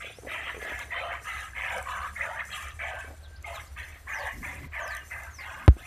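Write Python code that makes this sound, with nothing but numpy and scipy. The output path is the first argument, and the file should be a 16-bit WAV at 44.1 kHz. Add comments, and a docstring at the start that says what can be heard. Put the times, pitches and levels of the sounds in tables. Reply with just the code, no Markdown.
"""A cow is milked by hand in an open yard: two hands in turn shoot jets into the froth in a steel pail.
From the start each jet whips up a swarm of small bubbles, deeper ones as it digs in, and fine spray.
Straw rustles and a far engine throbs throughout; early on there are dull taps and low noisy scuffs.
A bird gives a few short slurs, then, in the last third, three falling whistles; fingers rub the camera.
Near the end something knocks sharply against the camera, and one last weak jet follows."""
import sys
import numpy as np
from scipy import signal
from scipy.fft import rfft, irfft, next_fast_len
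from scipy.io import wavfile
from scipy.ndimage import uniform_filter1d, map_coordinates

SR = 44100
rng = np.random.default_rng(int(sys.argv[2]) if len(sys.argv) > 2 else 0)


def wav_out(sig):
    """Save sig, one row per channel (or a flat mono array), as 16-bit PCM at SR to the path in sys.argv[1]."""
    wavfile.write(sys.argv[1], SR, np.round(np.clip(np.atleast_2d(sig).T, -1, 1) * 32767).astype(np.int16))


N = 258426  # length in samples

# Far engine. Each row: time in seconds, firing rate in Hz, level in dB before a small overall cut.
ENGINE_COURSE = [(0.0, 67.7, -73), (0.19, 65.4, -56), (2.2, 73.3, -44.5), (2.39, 66.4, -72),
                 (2.6, 72.7, -43.5), (4.4, 77.7, -48.5), (4.7, 74.4, -42.5), (4.8, 65.1, -50),
                 (4.96, 64.7, -46), (5.1, 75.8, -47.5), (5.44, 75.3, -48), (5.6, 63.5, -58)]
# Low rumble of the yard. Each row: frequency in Hz, relative level in dB.
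RUMBLE_COLOUR = [(20, -38), (36, -3), (46, -33), (62, 12), (85, -3.5), (108, -1.5), (130, -9.5), (200, -21),
                 (400, -22.5), (800, -63)]
# Faint air of the yard. Each row: frequency in Hz, relative level in dB.
AIR_COLOUR = [(100, 6), (300, -1.5), (700, 5.5), (1600, 8), (2600, 0.5), (4500, -1.5), (14000, -49)]
THROB_HZ, THROB_DEPTH = 9.3, 0.54  # the engine's slow beat: mean rate, depth as a share

# The bird's falling whistle. Each row: seconds from its start, pitch in Hz, level in dB re the whistle.
WHISTLE_SHAPE = [(-.015, 7390, -28), (0, 6950, -9), (.04, 6160, 5), (.08, 5090, -1), (.12, 4200, -1.5),
                 (.16, 3330, -3), (.2, 2880, -2), (0.241, 2810, -5), (.265, 2830, -20)]
# When it whistles. Each row: start in seconds, level in dB.
WHISTLE_STARTS = [(4.1, -50.5), (4.802, -49.5), (5.304, -53)]
# Short slurs of the bird. Each row: start in seconds, length in seconds, start Hz, end Hz, level in dB.
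BIRD_SLURS = [(0.128, 0.075, 4500, 6220, -57), (3.226, .045, 4520, 3000, -52.5),
              (3.356, 0.016, 3660, 5800, -51.5), (3.527, 0.083, 4640, 2410, -46.5),
              (3.666, 0.019, 3570, 5900, -54.5)]
# Faint wavering tones. Each row: start in seconds, length in seconds, mean pitch in Hz, level in dB.
FAINT_TONES = [(1.333, 1.74, 192, -62.5), (3.197, 0.23, 1570, -58)]

# Straw rustle between and beneath the pulls, rising and falling. Each row: time in seconds, level in dB.
RUSTLE_LEVEL = [(0, -60), (.9, -61), (1.8, -58), (2.7, -60.5), (3.12, -61), (3.4, -71), (3.62, -60),
                (4.03, -65.5), (4.35, -57.5), (4.7, -70), (4.95, -58), (5.86, -65.5)]
# Extra top treble of the rustle. Each row: time in seconds, level in dB re the crackle.
RUSTLE_TOP_LEVEL = [(0, -18), (3.2, -17), (4.1, -8), (5.86, -10)]
# Colour of the straw crackle. Each row: frequency in Hz, relative level in dB.
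STRAW_COLOUR = [(2800, -68), (4400, -8.5), (4960, -4.5), (6100, 4.5), (7000, 1.5), (8200, 3), (9700, 1.5),
                (11100, -2), (14300, -7)]
# Colour of that top treble. Each row: frequency in Hz, relative level in dB.
RUSTLE_TOP_COLOUR = [(8000, -43), (12000, 17), (14500, 9), (16000, -30)]
# Straw snaps and stray drops. Each row: time in seconds, strength in dB before a fixed cut.
STRAW_SNAPS = [(0.2608, -62), (0.792, -32.5), (1.781, -36), (1.8266, -33.5), (2.453, -39), (2.6258, -36),
               (2.685, -42), (3.4261, -39), (4.8788, -34.5), (4.9496, -35), (4.9683, -33.5), (5.235, -36.5),
               (5.6625, -44)]
# The arm stirs before a skimming jet lands; at full depth it stirs later by the lag.
RUSTLE_LEAD_S, RUSTLE_LAG_S = 0.042, 0.082
RUSTLE_ATTACK_S, RUSTLE_RELEASE_S = 0.019, 0.059

# Dull taps. Each row: time in seconds, level of the tone at its start in dB, pitch in Hz.
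DULL_TAPS = [(0.045, -34, 534), (.070, -40.5, 445), (.098, -45, 476), (.186, -34.5, 493), (0.234, -37, 423),
             (0.255, -39, 453), (.271, -29, 540), (.545, -33, 490), (0.567, -32.5, 443), (.578, -34, 425),
             (0.59, -36.5, 416), (0.627, -41, 500), (3.045, -41, 454), (5.767, -35.5, 337)]
# Low noisy scuffs and, last, one short gurgle of milk.
# Each row: start in seconds, length in seconds, level in dB.
LOW_SCUFFS = [(0, .14, -59), (.22, 0.19, -50), (.38, 0.31, -57), (.6, 0.15, -45.5), (.75, 0.49, -57.5),
              (3.05, .1, -50.5)]
# Fingers shifting on the camera. Each row: start in seconds, length in seconds, level in dB.
FINGER_RUBS = [(4.33, 0.1, -43), (4.4, 0.2, -47), (4.585, 0.093, -43), (5.5, 0.35, -54.5)]
# Colours of the low scuffs and of the fingers. Each row: frequency in Hz, relative level in dB.
SCUFF_COLOUR = [(120, -33), (270, -11.5), (480, -11), (700, -6.0), (1300, -38)]
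FINGER_COLOUR = [(20, -21), (45, 5.0), (80, -1.5), (130, -5.5), (270, -6.0), (380, -17.0), (900, -37.5)]

# The knock rocks the camera to and fro. Each row: time in seconds, strength in dB,
# contact time in seconds (divided by the hardness later), release time in seconds.
KNOCK_PUSHES = [(5.6797, -1, 0.000097, 0.0013), (5.6839, -3.5, 0.00022, 0.0023),
                (5.6886, 0.5, .0011, 0.0015)]
# The camera's low cut. Each row: frequency in Hz, width in Hz.
LOW_CUTS = [(43, 16), (63, 23)]
PORT_HZ, PORT_WIDTH_HZ = 3920, 260  # the microphone port rings briefly here
TOP_HZ = 14500  # upper band limit of the camera

# Single large bubbles as a jet strikes or surges.
# Each row: time in seconds, level in dB before a soft onset, pitch in Hz.
LARGE_BUBBLES = [(.274, -33, 2270), (.907, -24, 2030), (.923, -20, 1910), (1.533, -24.5, 1690),
                 (2.161, -22.5, 2165), (2.207, -16, 2000), (3.444, -26, 2140), (3.765, -36.5, 2197),
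                 (4.444, -21, 2214), (5.389, -34, 2250)]
# Air and wall resonances of the pail. Each row: frequency in Hz, width in Hz, gain in dB.
PAIL_MODES = [(553, 90, -7), (680, 15, 3), (770, 55, -7), (970, 26, 4), (1208, 73, 5), (1560, 460, -9),
              (1720, 110, -14), (1940, 140, -26), (2073, 122, -5), (2330, 130, -12), (2510, 160, -13),
              (3350, 150, -8), (3650, 270, 2.5)]
# Colours given to the small bubbles, the deep bubbles and the spray.
# Each row: frequency in Hz, relative gain in dB.
FROTH_COLOUR = [(450, -55), (800, -22.5), (1050, 1.5), (1400, -4.5), (1800, 0), (2300, 3.5), (2600, 3),
                (3100, -13), (4200, -47)]
PLUNGE_COLOUR = [(200, -36), (400, -15), (520, 0.5), (640, -0.5), (760, 0), (900, 0), (1100, -5),
                 (1600, -50)]
SPRAY_COLOUR = [(1900, -51), (2550, 0.5), (3100, -1.5), (3650, -7.5), (4000, 2), (4350, -2), (6000, -19)]
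# The squirts; some jets dig deep, others skim the froth. Each row: start in seconds, length in seconds,
# swell time in seconds, froth level in dB, fade over the stroke in dB, basic bubble pitch in Hz,
# fall of pitch over the stroke (natural log), deepest moment in seconds after the start,
# depth (0 skims, 1 plunges), closing surge in dB, spray level in dB re the jet's flow,
# moment of most spray in seconds after the start, rustle level in dB.
JETS = [(0.002, 0.1, 0.066, -32.5, 14, 2300.0, -0.079, 0.068, 0.12, 0.5, 1.4, 0.13, -57.5),
        (0.27, 0.276, 0.066, -29.5, 13, 1924, 0.058, 0.141, 0.19, 6.5, -3, 0.191, -61.0),
        (0.6, 0.21, 0.12, -32, 5, 1750, 0.083, 0.15, 0.15, 2, -6.1, 0.0066, -56),
        (0.9, 0.23, 0.032, -35.5, -4.5, 1683, 0.26, 0.15, 0.73, -1, -9, 0.07, -77),
        (1.24, 0.2, 0.05, -35.5, 1.7, 1725, 0.038, 0.067, 0.0, -0.8, -4.5, 0.025, -54.5),
        (1.546, 0.24, 0.025, -35, -4.5, 1826, 0.18, 0.21, 0.69, -3.5, -10, 0.14, -59),
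        (1.859, 0.2, 0.061, -30, 5.5, 1320, -0.11, 0.15, 0.1, 1, -10.5, 0.057, -58.5),
        (2.157, 0.26, 0.094, -30.5, 8, 1760.0, 0.15, 0.16, 0.74, 6, -15.5, 0.25, -68),
        (2.488, 0.19, 0.063, -36, 6, 1834, -0.065, 0.14, 0.032, 3.4, -1.7, 0.045, -54.0),
        (2.793, 0.26, 0.084, -26.5, 17.5, 1745, 0.3, 0.14, 0.7, 3.3, -10.5, 0.01, -62),
        (3.439, 0.13, 0.047, -34.5, 3, 2053, 0.42, 0.073, 0.7, 1.2, -9.5, 0.16, -56),
        (3.762, 0.18, 0.033, -36, 17.5, 1879, -0.059, 0.126, 0.025, 8.5, -5.5, 0.075, -60),
        (4.066, 0.21, 0.011, -39, -8.0, 1690, -0.13, 0.16, 0.61, 3, -14.5, 0.17, -58),
        (4.423, 0.16, 0.025, -33.5, 11, 1830.0, -0.13, 0.14, 0.35, 13, -9.5, 0.15, -56.5),
        (4.724, 0.25, 0.094, -29.5, 9, 1790, 0.17, 0.12, 0.56, 3, -13, 0.253, -65.5),
        (5.104, 0.18, 0.011, -35.1, 8.5, 1752, 0.25, 0.15, 0.36, 4.5, -16.5, 0.01, -63),
        (5.387, 0.23, 0.27, -30.5, 7.5, 1770.0, 0.33, 0.12, 0.47, -2, -11.5, 0.069, -62.5),
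        (5.767, 0.085, 0.038, -43.5, 6, 1890.0, -0.33, 0.01, 0.48, 4.5, -4.9, 0.023, -58.5)]
FRONT_S, FRONT_DB = .014, -11.5  # the jet strikes at part of its strength, then swells
RELEASE_S, DRIBBLE_DB, DRIBBLE_S = 0.039, -20, 0.1  # the jet stops, and a thin dribble trails it
# At full depth: spread in time, hush of the froth, fall of pitch (natural log).
DIG_S, DIG_MUFFLE_DB, PITCH_DIP = 0.039, 8.5, 0.25
SURGE_AFTER_S, SURGE_S = 0.082, 0.017  # the fist closes after the deepest moment: delay and spread
# Gurgle re the flow when skimming; its rise at full depth; its spread in time.
GURGLE_DB, GURGLE_RISE_DB, GURGLE_S = -17, 17.5, 0.067
SPRAY_S, SPRAY_BURST_DB = 0.013, 6.5  # burst of spray: spread in time, height over the rest of the stroke
SPREAD_S = 0.024  # spray and gurgle need this long to build
FRINGE_DB, FRINGE_RISE_DB = 0, 0.5  # gain of bubbles of many sizes; its rise at full depth
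BEADS_DB, PAIL_RING_S = .8, .45  # unevenness of the jet; time for the pail's ring to fall 60 dB


def amp(db):
    """Decibels to gain."""
    return 10 ** (np.asarray(db) / 20)


def unit(x):
    """Scale to rms 1."""
    return x / np.sqrt(np.mean(x ** 2) + 1e-20)


def clock():
    """The time of every sample in seconds."""
    return np.arange(N) / SR


def curves(rows):
    """One value per sample for each column after the time."""
    s, *cols = np.transpose(rows)
    return [np.interp(clock(), s, c) for c in cols]


def wobble(rate):
    """A smooth random curve through so many random points a second."""
    knots = rng.standard_normal(int(N * rate / SR) + 4)
    return map_coordinates(knots, [clock() * rate])


def filtered(x, response):
    """Multiply the spectrum of x by a response of frequency."""
    m = next_fast_len(N + SR // 2)
    return irfft(rfft(x, m) * response(np.fft.rfftfreq(m, 1 / SR)), m)[..., :N]


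def coloured(x, points):
    """Shape x by points of Hz and dB, at rms 1."""
    f, db = np.transpose(points)
    return unit(filtered(x, lambda hz: amp(np.interp(np.log(hz + 1), np.log(f), db))))


def levelled(x, span):
    """Hold the level of x near 1 over spans of so many seconds."""
    power = np.abs(uniform_filter1d(x * x, max(int(span * SR), 8)))
    return x / np.sqrt(power + 1e-6)


def gate(age, length, attack, release):
    """A straight rise, a hold until length, an exponential release."""
    return np.clip(age / attack, 0, 1) * np.exp(-np.maximum(age - length, 0) / release)


def swells(rows):
    """Summed gain of strokes that each swell and fade."""
    t = clock()
    total = 0
    for s, length, db in rows:
        done = np.clip((t - s) / length, 0, 1)
        total = total + amp(db) * np.sqrt(np.abs(np.sin(np.pi * done)))
    return total


def scattered(x, t60, wet_db):
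    """Add a dense cluster of fading reflections, new at every call."""
    t = np.arange(SR // 4) / SR
    tail = rng.standard_normal(len(t)) * amp(-60 * t / t60)
    echo = signal.fftconvolve(x, tail / np.linalg.norm(tail))[:len(x)]
    return (x + amp(wet_db) * echo) / np.hypot(1, amp(wet_db))


def patchy(x, depth_db):
    """Give x short random patches of gain in time and frequency."""
    z = signal.stft(x, nperseg=512)[2]
    field = rng.standard_normal(z.shape[1:])
    for axis in (0, 1):
        field = uniform_filter1d(field, size=6, axis=axis)
    return signal.istft(z * amp(depth_db * unit(field)), nperseg=512)[1][:, :N]


def yard():
    """A far engine throbs over the low rumble and faint air of the yard."""
    firing_hz, engine_db = curves(ENGINE_COURSE)
    phase = 2 * np.pi * np.cumsum(firing_hz + 1.41 * wobble(14)) / SR
    beat_phase = 2 * np.pi * np.cumsum(THROB_HZ + 0.49 * wobble(2.58)) / SR
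    throb = 1 + THROB_DEPTH * np.sin(beat_phase)
    tones = np.sin(phase) + 0.29 * np.sin(phase / 2) + 0.12 * np.sin(3 * phase / 2)
    engine = amp(engine_db - 2.5) * unit(throb * amp(0.47 * wobble(8)) * tones)
    rumble = amp(-51.0) * coloured(rng.standard_normal(N), RUMBLE_COLOUR)
    air = amp(-61) * coloured(rng.standard_normal(N), AIR_COLOUR)
    return engine + rumble + air


def ring():
    """Faint, slightly wavering tones that swell and fade."""
    out = np.zeros(N)
    for s, length, hz, db in FAINT_TONES:
        swell = np.sin(np.pi * np.clip((clock() - s) / length, 0, 1))
        tone = np.sin(2 * np.pi * np.cumsum(hz + 17 * wobble(60)) / SR)
        out += amp(db + 4.5 * wobble(29.54)) * swell * tone
    return out


def bird():
    """A thin, slightly unsteady tone glides through short slurs and three long falling whistles."""
    t, out = clock(), np.zeros(N)

    def tone(hz):
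        """A sine whose pitch trembles a little."""
        return np.sin(2 * np.pi * np.cumsum(hz * (1 + 0.00658 * wobble(300))) / SR)

    for s, db in WHISTLE_STARTS:
        hz, shape_db = curves([(s + at, f, level) for at, f, level in WHISTLE_SHAPE])
        sounding = (t > s + WHISTLE_SHAPE[0][0]) * (t < s + WHISTLE_SHAPE[-1][0])
        out += amp(db + shape_db + 3.1 * wobble(70)) * tone(hz) * sounding
    for s, length, start_hz, end_hz, db in BIRD_SLURS:
        done = np.clip((t - s) / length, 0, 1)
        out += amp(db) * np.sin(np.pi * done) * tone(start_hz + (end_hz - start_hz) * done)
    return out


def straw():
    """A fine crackling rustle in stereo that swells with every pull, and a few sharper snaps."""
    t = clock()
    pulls = np.zeros(N)
    for start, length, *_, depth, _, _, _, db in JETS:
        age = t - start + RUSTLE_LEAD_S - RUSTLE_LAG_S * depth
        pulls += amp(db) * gate(age, length, RUSTLE_ATTACK_S, RUSTLE_RELEASE_S)
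    flicker = unit(amp(1.6 * wobble(14) + 2.0 * wobble(45) + 1.7 * wobble(700)))
    level = np.hypot(amp(curves(RUSTLE_LEVEL)[0]), pulls) * flicker
    for s, db in STRAW_SNAPS:
        level = level + amp(db - 9.0 - 60 * np.abs(t - s - .001) / 0.0089)
    crackle = coloured(patchy(rng.standard_normal((2, N)), depth_db=3.5), STRAW_COLOUR)
    top = coloured(rng.standard_normal((2, N)), RUSTLE_TOP_COLOUR)
    mid, side = crackle + amp(curves(RUSTLE_TOP_LEVEL)[0]) * top
    # the rustle is wider in the treble
    side = filtered(side, lambda hz: amp(np.interp(hz, [4000, 7000], [-18, -6])))
    return level * np.array([mid + side, mid - side])


def taps():
    """Dull damped taps, low noisy scuffs with one short gurgle, and fingers shifting on the camera."""
    out, t = np.zeros(N + SR), np.arange(SR // 16) / SR
    b, a = signal.butter(2, [250, 900], 'band', fs=SR)
    for s, db, hz in DULL_TAPS:
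        grit = unit(signal.lfilter(b, a, rng.standard_normal(len(t))))
        tap = amp(db - 60 * t / 0.032) * (np.sin(2 * np.pi * hz * t) + 0.2 * grit)
        out[round(s * SR):][:len(t)] += tap
    scuffs = coloured(rng.standard_normal(N) * amp(4.6 * wobble(120)), SCUFF_COLOUR)
    fingers = coloured(rng.standard_normal(N) * amp(1.7 * wobble(50)), FINGER_COLOUR)
    # a faint floor of the same low noise lies under the scuffs
    return out[:N] + (amp(-64.5) + swells(LOW_SCUFFS)) * scuffs + swells(FINGER_RUBS) * fingers


def shoves(hardness):
    """Pressure of quick pushes in alternate directions; harder contact rises faster."""
    push = np.zeros(N)
    for k, (s, db, contact, release) in enumerate(KNOCK_PUSHES):
        t = np.maximum(clock() - s, 0)
        rise = 1 - np.exp(-(hardness * t / contact) ** 2)
        push -= (-1) ** k * amp(db) * rise * np.exp(-t / release)
    return push


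def knock():
    """A thud with a thin bright edge; the low cut removes steady push and rings briefly."""
    treble = signal.butter(N=6, Wn=8000, btype='high', fs=SR, output='sos')
    push = shoves(hardness=0.98) + amp(-11.5) * signal.sosfilt(treble, shoves(hardness=3.9))

    def camera(f):
        """The port only delays sound near its pitch; the low cut rings low down."""
        port = np.exp(-2j * np.arctan2(f * PORT_WIDTH_HZ, PORT_HZ ** 2 - f * f))
        cuts = [f * f / (f * f - c * c - 1j * f * w) for c, w in LOW_CUTS]
        return port * np.prod(cuts, axis=0)

    return filtered(push, camera)


def plops():
    """A large bubble rings briefly between the walls of the pail."""
    out, t = np.zeros(N + SR), np.arange(SR // 10) / SR
    for s, db, hz in LARGE_BUBBLES:
        onset = 1 - np.exp(-t / 0.0022)
        bubble = amp(db - 60 * t / 0.029) * onset * np.sin(2 * np.pi * hz * t)
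        out[round(s * SR):][:len(t)] += scattered(bubble, t60=.04, wet_db=-2)
    return out[:N]


def bubbles(pitch_hz, spread, cycles, size_db, count, size=640):
    """A swarm of damped rings scattered round a pitch; each rises a little as it nears the surface."""
    start = rng.integers(0, N, count)
    hz = (pitch_hz * np.ones(N))[start] * np.exp(spread * rng.standard_normal(count))
    turns = hz[:, None] * np.arange(size) / SR
    age = turns / cycles
    envelope = np.exp(-3 * age) * (1 - np.exp(-2 * turns))
    rings = envelope * np.sin(2 * np.pi * turns * (1 + 0.031 * age))
    rings *= amp(size_db * np.minimum(rng.standard_normal(count), 2))[:, None]
    places = start[:, None] + np.arange(size)
    return np.bincount(places.ravel(), rings.ravel(), N + size)[:N]


def pail(x, direct_db):
    """Sound leaves the pail partly straight, partly through its resonances."""
    def response(f):
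        """The straight path plus every resonance."""
        modes = sum(amp(db) * 1j * f * w / (c * c - f * f + 1j * f * w) for c, w, db in PAIL_MODES)
        return amp(direct_db) + modes

    return filtered(x, response)


def squeezes():
    """For each squirt: its samples, bubble pitch, depth, and the gains of froth, gurgle and spray."""
    for (start, length, swell, db, fade_db, hz, sag, deepest, depth,
         surge_db, spray_db, spray_at, _) in JETS:
        first = max(int((start - FRONT_S / 2) * SR), 0)
        near = np.arange(first, min(int((start + length) * SR) + SR // 4, N))
        age = near / SR - start
        done = np.clip(age / length, 0, 1)

        def bump(at, width):
            """A smooth hump of height 1."""
            return np.exp(-.5 * ((age - at) / width) ** 2)

        def stream(release):
            """The jet switched on and off."""
            return gate(age + FRONT_S / 2, length + FRONT_S / 2, FRONT_S, release)

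        flow = np.maximum(stream(RELEASE_S), amp(DRIBBLE_DB) * stream(DRIBBLE_S))
        flow *= np.interp(age, [0, swell], [amp(FRONT_DB), 1]) * amp(db - fade_db * done)
        dig = depth * bump(deepest, DIG_S)
        surge = amp(surge_db * bump(deepest + SURGE_AFTER_S, SURGE_S))
        froth = flow * surge * amp(-DIG_MUFFLE_DB * dig)
        spread = np.clip(age / SPREAD_S, 0, 1)
        gurgle = flow * spread * amp(GURGLE_DB + GURGLE_RISE_DB * depth * bump(deepest, GURGLE_S))
        burst_db = spray_db - SPRAY_BURST_DB * (1 - bump(spray_at, SPRAY_S))
        spray = flow * spread * surge * amp(burst_db)
        pitch_hz = hz * np.exp(-sag * (done - .5) - PITCH_DIP * dig)
        yield near, pitch_hz, dig, (froth, gurgle, spray)


def milk():
    """Each jet fizzes in the froth, gurgles where it plunges deep, and throws fine spray."""
    jets, pitch_hz, depth = list(squeezes()), np.full(N, 1800.), np.zeros(N)
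    for near, hz, dig, _ in jets:
        pitch_hz[near], depth[near] = hz, dig
    core_hz = pitch_hz * np.exp(.055 * wobble(25))
    core = unit(bubbles(core_hz, spread=0.058, cycles=16, size_db=3.0, count=2000, size=1000))
    fringe_hz = np.sqrt(pitch_hz * 1650)
    fringe = unit(bubbles(fringe_hz, spread=0.2817, cycles=23.0, size_db=3.0, count=2800, size=900))
    fringe *= amp(FRINGE_DB + FRINGE_RISE_DB * depth)  # a deep jet stirs up bubbles of many sizes
    deep = bubbles(768, spread=0.186, cycles=18.3, size_db=1.5, count=1500, size=1200)
    fine_hz = 2880 * np.exp(.04 * wobble(15))
    fine = bubbles(fine_hz, spread=0.12, cycles=35, size_db=1.5, count=4500, size=500)
    layers = [(core + fringe, FROTH_COLOUR), (deep, PLUNGE_COLOUR), (fine, SPRAY_COLOUR)]
    swarms = [coloured(pail(swarm, direct_db=-2), colour) for swarm, colour in layers]
    beads = amp(BEADS_DB * wobble(45))  # the jet breaks into beads
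    wavers = amp([1.4 * wobble(21.93), 0.94 * wobble(25.1), 1.4 * wobble(24.66)])  # and its aim wanders
    out = np.zeros(N)
    for near, *_, gains in jets:
        for swarm, gain, waver in zip(swarms, gains, wavers):
            # every jet lands on a new spot, so the walls colour it anew
            landed = scattered(swarm[near], t60=0.036, wet_db=0.5)
            out[near] += gain * waver[near] * levelled(landed, span=0.017)
    return scattered(beads * out, t60=PAIL_RING_S, wet_db=-13)  # the pail rings on between squirts


def scene():
    """All but the rustle sits in the middle; the bird's notes scatter round the yard."""
    surroundings = yard() + ring() + scattered(bird(), t60=0.17, wet_db=-3)
    return surroundings + straw() + taps() + knock() + plops() + milk()


def record(dry):
    """The camera keeps next to nothing above its band limit."""
    return filtered(dry, lambda hz: 1 / np.sqrt(1 + (hz / TOP_HZ) ** 600))


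dry = scene()
out = record(dry)
wav_out(out)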